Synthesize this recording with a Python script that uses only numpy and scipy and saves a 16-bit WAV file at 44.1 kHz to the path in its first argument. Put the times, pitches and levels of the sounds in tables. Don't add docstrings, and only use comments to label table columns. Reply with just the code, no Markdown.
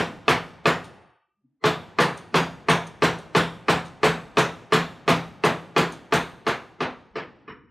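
import sys
import numpy as np
from scipy import signal
from scipy.fft import rfft, irfft
from scipy.io import wavfile
from scipy.ndimage import uniform_filter1d

SR = 44100
rng = np.random.default_rng(int(sys.argv[2]) if len(sys.argv) > 2 else 0)


def dump(signal):
    limited = np.clip(np.atleast_2d(signal).T, -1, 1)
    pcm = np.round(limited * 32767).astype(np.int16)
    wavfile.write(sys.argv[1], SR, pcm)


def level_to_linear(level):
    exponent = np.asarray(level, float) / 20
    return 10 ** exponent


N = 339966
LENGTH = 32000

# f/Hz, level/dB, t60/s
PARTS = [(4400, -3, .18), (5420, -8, .2), (6100, -1, .15), (6670, -1, .1), (7560, -14, .08),
         (8800, -1, .14), (10320, -17, .22), (10700, -6, .11), (13100, -24, .12), (14300, -24, .1)]
# f/Hz, density/(dB per Hz)
RATTLE_COLOUR = [(1760, -10.5), (3000, -6.5), (3500, -3.5), (5030, -11.5), (8870, -16), (9520, -19.5),
                 (12900, -23), (16000, -51.5)]
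# t/s, level/dB
HUSH_FADE = [(5.8, -2.5), (6.5, -4), (7.101, -9), (7.45, -10.5), (7.7, -12.5)]


def evened(x):
    return x / np.sqrt(np.mean(x ** 2) + 1e-20)


def read(points, hz, axis=1):
    table = np.transpose(points)
    return np.interp(np.log(hz + 1), np.log(table[0] + 1), table[axis])


def add(mix, s, sound):
    at = round(s * SR)
    sound = sound[..., max(-at, 0):]
    part = mix[..., max(at, 0):][..., :sound.shape[-1]]
    part += sound[..., :part.shape[-1]]


def onset(rise_s):
    return 1 - np.exp(-(np.arange(LENGTH) / SR / rise_s) ** 2)


def modes(rows, detune):
    t = np.arange(LENGTH) / SR
    out = 0
    for (hz, db, t60_s), ratio in zip(rows, detune):
        out = out + level_to_linear(db - 60 * t / t60_s) * np.sin(2 * np.pi * hz * ratio * t)
    return out


def scattered(rows, scatter_db, chance):
    return [(hz, db + scatter_db * c, t60_s) for (hz, db, t60_s), c in zip(rows, chance)]


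def field(white, colour, rise_s, hold_s, ring=1, lumps_db=0, wide_db=-3):
    # f/Hz, t60/s
    near_t60 = [(60, 0.37), (200, 0.29), (600, 0.4), (2000, 0.31), (5000, 0.26), (12000, 0.17)]
    # f/Hz, t60/s, level under near field/dB
    far_end = [(60, 0.82, -18), (200, 0.37, -28.5), (597, 0.5, -19), (2000, 0.58, -16.5), (5000, 1, -20),
               (12000, 1, -18.5)]
    # f/Hz, side minus mid/dB
    side_db = [(60, -9), (150, -20), (380, -25), (950, -23), (1900, -30.5), (2800, -36.5), (8000, -39),
               (12000, -17.5)]
    fill_cycles = 1.5
    hz, t, z = signal.stft(white, SR, nperseg=512, noverlap=384)
    build = 1 - np.exp(-(t + 0.0015) * hz[:, None] / fill_cycles)
    t = np.maximum(t - hold_s, 0) / ring
    near = level_to_linear(-60 * t / read(near_t60, hz)[:, None])
    far = level_to_linear(read(far_end, hz, axis=2)[:, None] - 60 * t / read(far_end, hz)[:, None])
    tone = level_to_linear(read(colour, hz))
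    tone = tone / np.sqrt(np.mean(tone ** 2)) * level_to_linear(lumps_db)
    z *= tone[:, None] * np.hypot(near, far) * build
    z[1] *= level_to_linear(read(side_db, hz) + wide_db)[:, None]
    echoes = signal.istft(z, SR, nperseg=512, noverlap=384)[1]
    return echoes[:, :LENGTH] * onset(rise_s)


def hush():
    # f/Hz, density/(dB per Hz)
    colour_db = [(15, -47), (25, -5), (157, -4), (317, -8.5), (886, -12.5), (1130, -19), (1370, -19),
                 (1790, -20), (6910, -39), (11200, -44), (16000, -60.5)]
    # f/Hz, side minus mid/dB
    side_db = [(100, -9), (1500, -13.5), (5000, -19), (12000, -4)]
    hz = np.fft.rfftfreq(N, 1 / SR)
    colour = level_to_linear(read(colour_db, hz) + np.array([0 * hz, read(side_db, hz)]))
    level_db = -42.5 + np.interp(np.arange(N) / SR, *np.transpose(HUSH_FADE))
    noise = irfft(rfft(rng.standard_normal((2, N))) * colour, N)
    return level_to_linear(level_db) * evened(noise) * np.sqrt(2)


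def knock(hard, chance):
    # f/Hz, level/dB, t60/s
    shaft = [(648, 5.5, 0.0067), (1189, -2.5, 0.08), (1453, -40, 0.019), (1950, -3, 0.0084),
             (2390, -16, 0.033), (2540, -1.5, .04), (3410, -6, 0.018), (4330, -13, 0.03), (4610, -22, 0.01)]
    # f/Hz, level/dB, t60/s
    housing = [(1220, -29.5, 0.63), (1453, -46.5, 0.52), (2750, -39.5, 0.76), (3590, -37.5, 0.66)]
    shaft_rows = scattered(shaft, 2.5, chance[2:])
    strike = level_to_linear(-7.5 + 6 * hard) * modes(shaft_rows, 1 + .015 * chance[::-1])
    return (strike + modes(housing, 1 + 0.0037 * chance)) * onset(.0004)


def thud(soft_db, bench_db, shop, fresh, chance):
    # f/Hz, density/(dB per Hz)
    colour = [(15, -59), (25, -57.5), (149, -2), (326, -4.5), (439, -2), (545, -8), (607, -7), (839, -6.5),
              (961, -5.5), (1070, -6), (1740, -8.5), (4130, -20.5), (13600, -55.5), (16000, -48)]
    # f/Hz, level/dB, t60/s
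    board = [(253, -9.5, 0.5), (365, -6, .18), (438.8, 4, 0.22), (494, -8, 0.43), (681.4, -3.5, 0.32),
             (883, -9.5, 0.23)]
    # f/Hz, level/dB, t60/s
    legs = [(79.6, -21.5, 0.28), (135.9, -13.5, 0.27), (244, -14, 0.25)]
    board_db = -5.5 - 1.5 * chance[-1] + 0.22 * soft_db
    t = np.arange(LENGTH) / SR
    alike = np.clip(1.32 * np.exp(-t / 0.021), 0, 1)
    white = alike * shop + np.sqrt(1 - alike ** 2) * fresh[0]
    lumps_db = 1.5 * evened(uniform_filter1d(fresh[1, 1, -257:], size=3))
    out = field(white, colour, .0004, 0.025, lumps_db=lumps_db) * level_to_linear(-9)
    board_rows = scattered(board, 2.5, chance[4:])
    out[0] += level_to_linear(board_db - 7.5) * modes(board_rows, 1 + .015 * chance) * onset(0.0025)
    legs_db = 0.44 * (bench_db + 20.5)
    out[0] += level_to_linear(legs_db) * modes(legs, 1 + 0.026 * chance) * onset(0.035)
    return out


def rattle(soft_db, hard, fresh, chance):
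    level_db = -20.5 - 7.8 * soft_db - 2 * hard
    lumps_db = 2.5 * evened(uniform_filter1d(fresh[1, 0, -257:], size=7))
    out = field(fresh[1], RATTLE_COLOUR, 0.0037, 0.016, ring=1.22, lumps_db=lumps_db, wide_db=-9) * level_to_linear(level_db)
    damped = [(hz, db, t60_s / 2) for hz, db, t60_s in scattered(PARTS, 5, chance[::-1])]
    out[0] += level_to_linear(level_db - 12) * modes(damped, 1 + .02 * chance) * onset(.001)
    return out


def bench_hum(bench_db):
    # f/Hz, level/dB, t60/s, build-up/s
    bench = (167, 4, 0.48, 0.013)
    hz, hum_db, t60_s, build_s = bench
    t = np.arange(LENGTH) / SR
    return level_to_linear(bench_db + hum_db - 60 * t / t60_s) * onset(build_s) * np.sin(2 * np.pi * hz * t)


def blow(row, shop, fresh, chance):
    # f/Hz, level/dB
    echo_colour = [(300, -21.5), (800, 0), (1200, -1), (2500, -2.5), (4300, -21), (6000, -26.5),
                   (16000, -57)]
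    # delay/s, level/dB
    wall = (.024, -8)
    s, db, bench_db, jump_ms = row
    hard = s < 1.1
    soft_db = max(-10 - db, 0)
    landing_db = -8.5 + 1.85 * (jump_ms - 13.2)
    body = thud(soft_db, bench_db, shop, fresh, chance)
    metal = rattle(soft_db, hard, fresh, chance)
    out = body + level_to_linear(-20) * metal
    out[0] += knock(hard, chance)
    add(out, jump_ms / 1000, level_to_linear(landing_db) * body + metal)
    add(out, wall[0], level_to_linear(wall[1] - 10) * field(fresh[1, :, ::-1], echo_colour, 0.0025, 0.013))
    out[0] += bench_hum(bench_db)
    return level_to_linear(db) * out


def clink(row, fresh, chance):
    s, db, centre_hz, spread = row
    rows = [(hz, level - 6 * (np.log2(hz / centre_hz) / spread) ** 2, t60_s) for hz, level, t60_s in PARTS]
    out = level_to_linear(1) * spread * field(fresh, RATTLE_COLOUR, 0.0039, 0.0036)
    waver = 1 + 1.5 * evened(uniform_filter1d(fresh[0], 150))
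    out[0] += level_to_linear(-8) * modes(rows, 1 + 0.0028 * chance) * onset(0.002) * waver
    return level_to_linear(db) * out


def rumble():
    # t/s, f/Hz, half length/s, level/dB
    swells = [
        (1.399, 205, 0.023, -75),
        (1.47, 135.2, .03, -64),
        (1.503, 145, .04, -72),
    ]
    t = np.arange(N) / SR
    out = np.zeros(N)
    for s, hz, half_s, db in swells:
        out += level_to_linear(db) * np.exp(-((t - s) / half_s) ** 2) * np.sin(2 * np.pi * hz * t)
    return out


def scene():
    blows = [(-.05, -6.5, -19, 9.9), (0.2804, -5, -20.5, 8), (0.656, -6.5, -18, 7), (1.639, -8.5, -16, 14),
             (1.986, -6, -16.5, 14.5), (2.342, -6.5, -15, 11), (2.685, -5.5, -15, 8.8),
             (3.021, -6.5, -14.5, 9.5), (3.349, -6, -13, 10), (3.683, -7, -15, 9.5),
             (4.031, -5.5, -14.5, 9), (4.37, -6, -16.5, 9.2), (4.722, -6, -13, 7.5), (5.078, -6, -12, 7.4),
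             (5.437, -8, -16.5, 8.5), (5.763, -7, -15.5, 11), (6.123, -7, -20, 8.5),
             (6.466, -10.5, -43, 8.5), (6.805, -13.5, -34, 8), (7.156, -19.5, -50, 6.6),
             (7.478, -28, -32, 4.6)]
    # t/s, level/dB, ring centre f/Hz, spread/octaves
    clinks = [
        (0.839, -45.5, 7630, 0.92),
        (2.075, -51, 14300, .1),
        (2.17, -39, 7700, 0.49),
        (2.691, -24, 8950, 0.057),
        (2.865, -46, 7300, 0.79),
        (3.185, -48, 8060, 0.62),
        (3.851, -45.5, 6500, 0.59),
        (5.92, -42.5, 8000, 0.77),
        (6.819, -32, 10200, 0.027),
        (7.482, -43, 5420, .04),
    ]
    mix = hush()
    shop = rng.standard_normal((2, LENGTH))
    for row in blows:
        add(mix, row[0], blow(row, shop, rng.standard_normal((2, 2, LENGTH)), rng.standard_normal(12)))
    for row in clinks:
        add(mix, row[0], clink(row, rng.standard_normal((2, LENGTH)), rng.standard_normal(12)))
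    mid, side = mix
    return np.array([mid + side, mid - side]) * level_to_linear(-2.17)


def gate(x):
    # start/s, end/s
    print_s = (1.25, 1.6)
    # f/Hz, level/dB
    margin = [(50, 13), (400, 10.5), (560, 18.5), (700, 14), (860, 17.5), (1150, 9.5), (3500, 21),
              (10000, 15.5)]
    # f/Hz, share/(dB per dB)
    follows = [(60, 1.5), (400, 1.36), (560, 0.63), (16000, 0.55)]
    # f/Hz, time/s
    shut_s = [(60, 0.59), (200, .4), (370, 0.55), (780, 0.44), (1300, 0.57), (3000, 0.59), (6000, 0.46),
              (12000, 0.34)]
    # f/Hz, left minus right/dB
    lean_db = [(60, 1.6), (240, .4), (700, 0), (16000, 0)]
    open_s, top_hz, lump_db = 0.021, 15800, 0.5
    hz, t, z = signal.stft(x, SR, nperseg=2048, noverlap=1536)
    power_db = 10 * np.log10(uniform_filter1d((abs(z) ** 2).mean(0), size=5, axis=0) + 1e-20)
    print_db = np.median(power_db[:, (t > print_s[0]) & (t < print_s[1])], axis=1)
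    lumps = evened(uniform_filter1d(rng.standard_normal(len(hz)), size=5))
    threshold_db = print_db + np.maximum(read(margin, hz) + lump_db * lumps, 10.5)
    fade_db = np.interp(t, *np.transpose(HUSH_FADE))
    over_db = power_db - threshold_db[:, None] - read(follows, hz)[:, None] * fade_db
    opening = np.clip(1 + over_db / 3, 0, 1)
    opening[:, 0] = 1
    closing = t / (read(shut_s, hz) * np.exp(-.12 * lumps))[:, None]
    opening = np.maximum.accumulate(opening + closing, axis=1) - closing
    opening = np.maximum.accumulate((opening - t / open_s)[:, ::-1], axis=1)[:, ::-1] + t / open_s
    gain = uniform_filter1d(np.clip(opening, 0, 1) ** 1.89, size=3, axis=0) + level_to_linear(-49.5)
    gain *= (hz < top_hz)[:, None]
    lean = level_to_linear(np.outer([.5, -.5], read(lean_db, hz)))[..., None]
    return signal.istft(z * gain * lean, SR, nperseg=2048, noverlap=1536)[1][:, :N]


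def low_pass(x):
    return signal.sosfilt(signal.butter(12, 16120, fs=SR, output="sos"), x)


def record(dry):
    limit = level_to_linear(-2)
    low_cut = signal.lfilter(*signal.butter(2, 55, "high", fs=SR), dry)
    limited = limit * np.tanh(low_cut / limit)
    return low_pass(gate(limited) + rumble())


dry = scene()
out = record(dry)
dump(out)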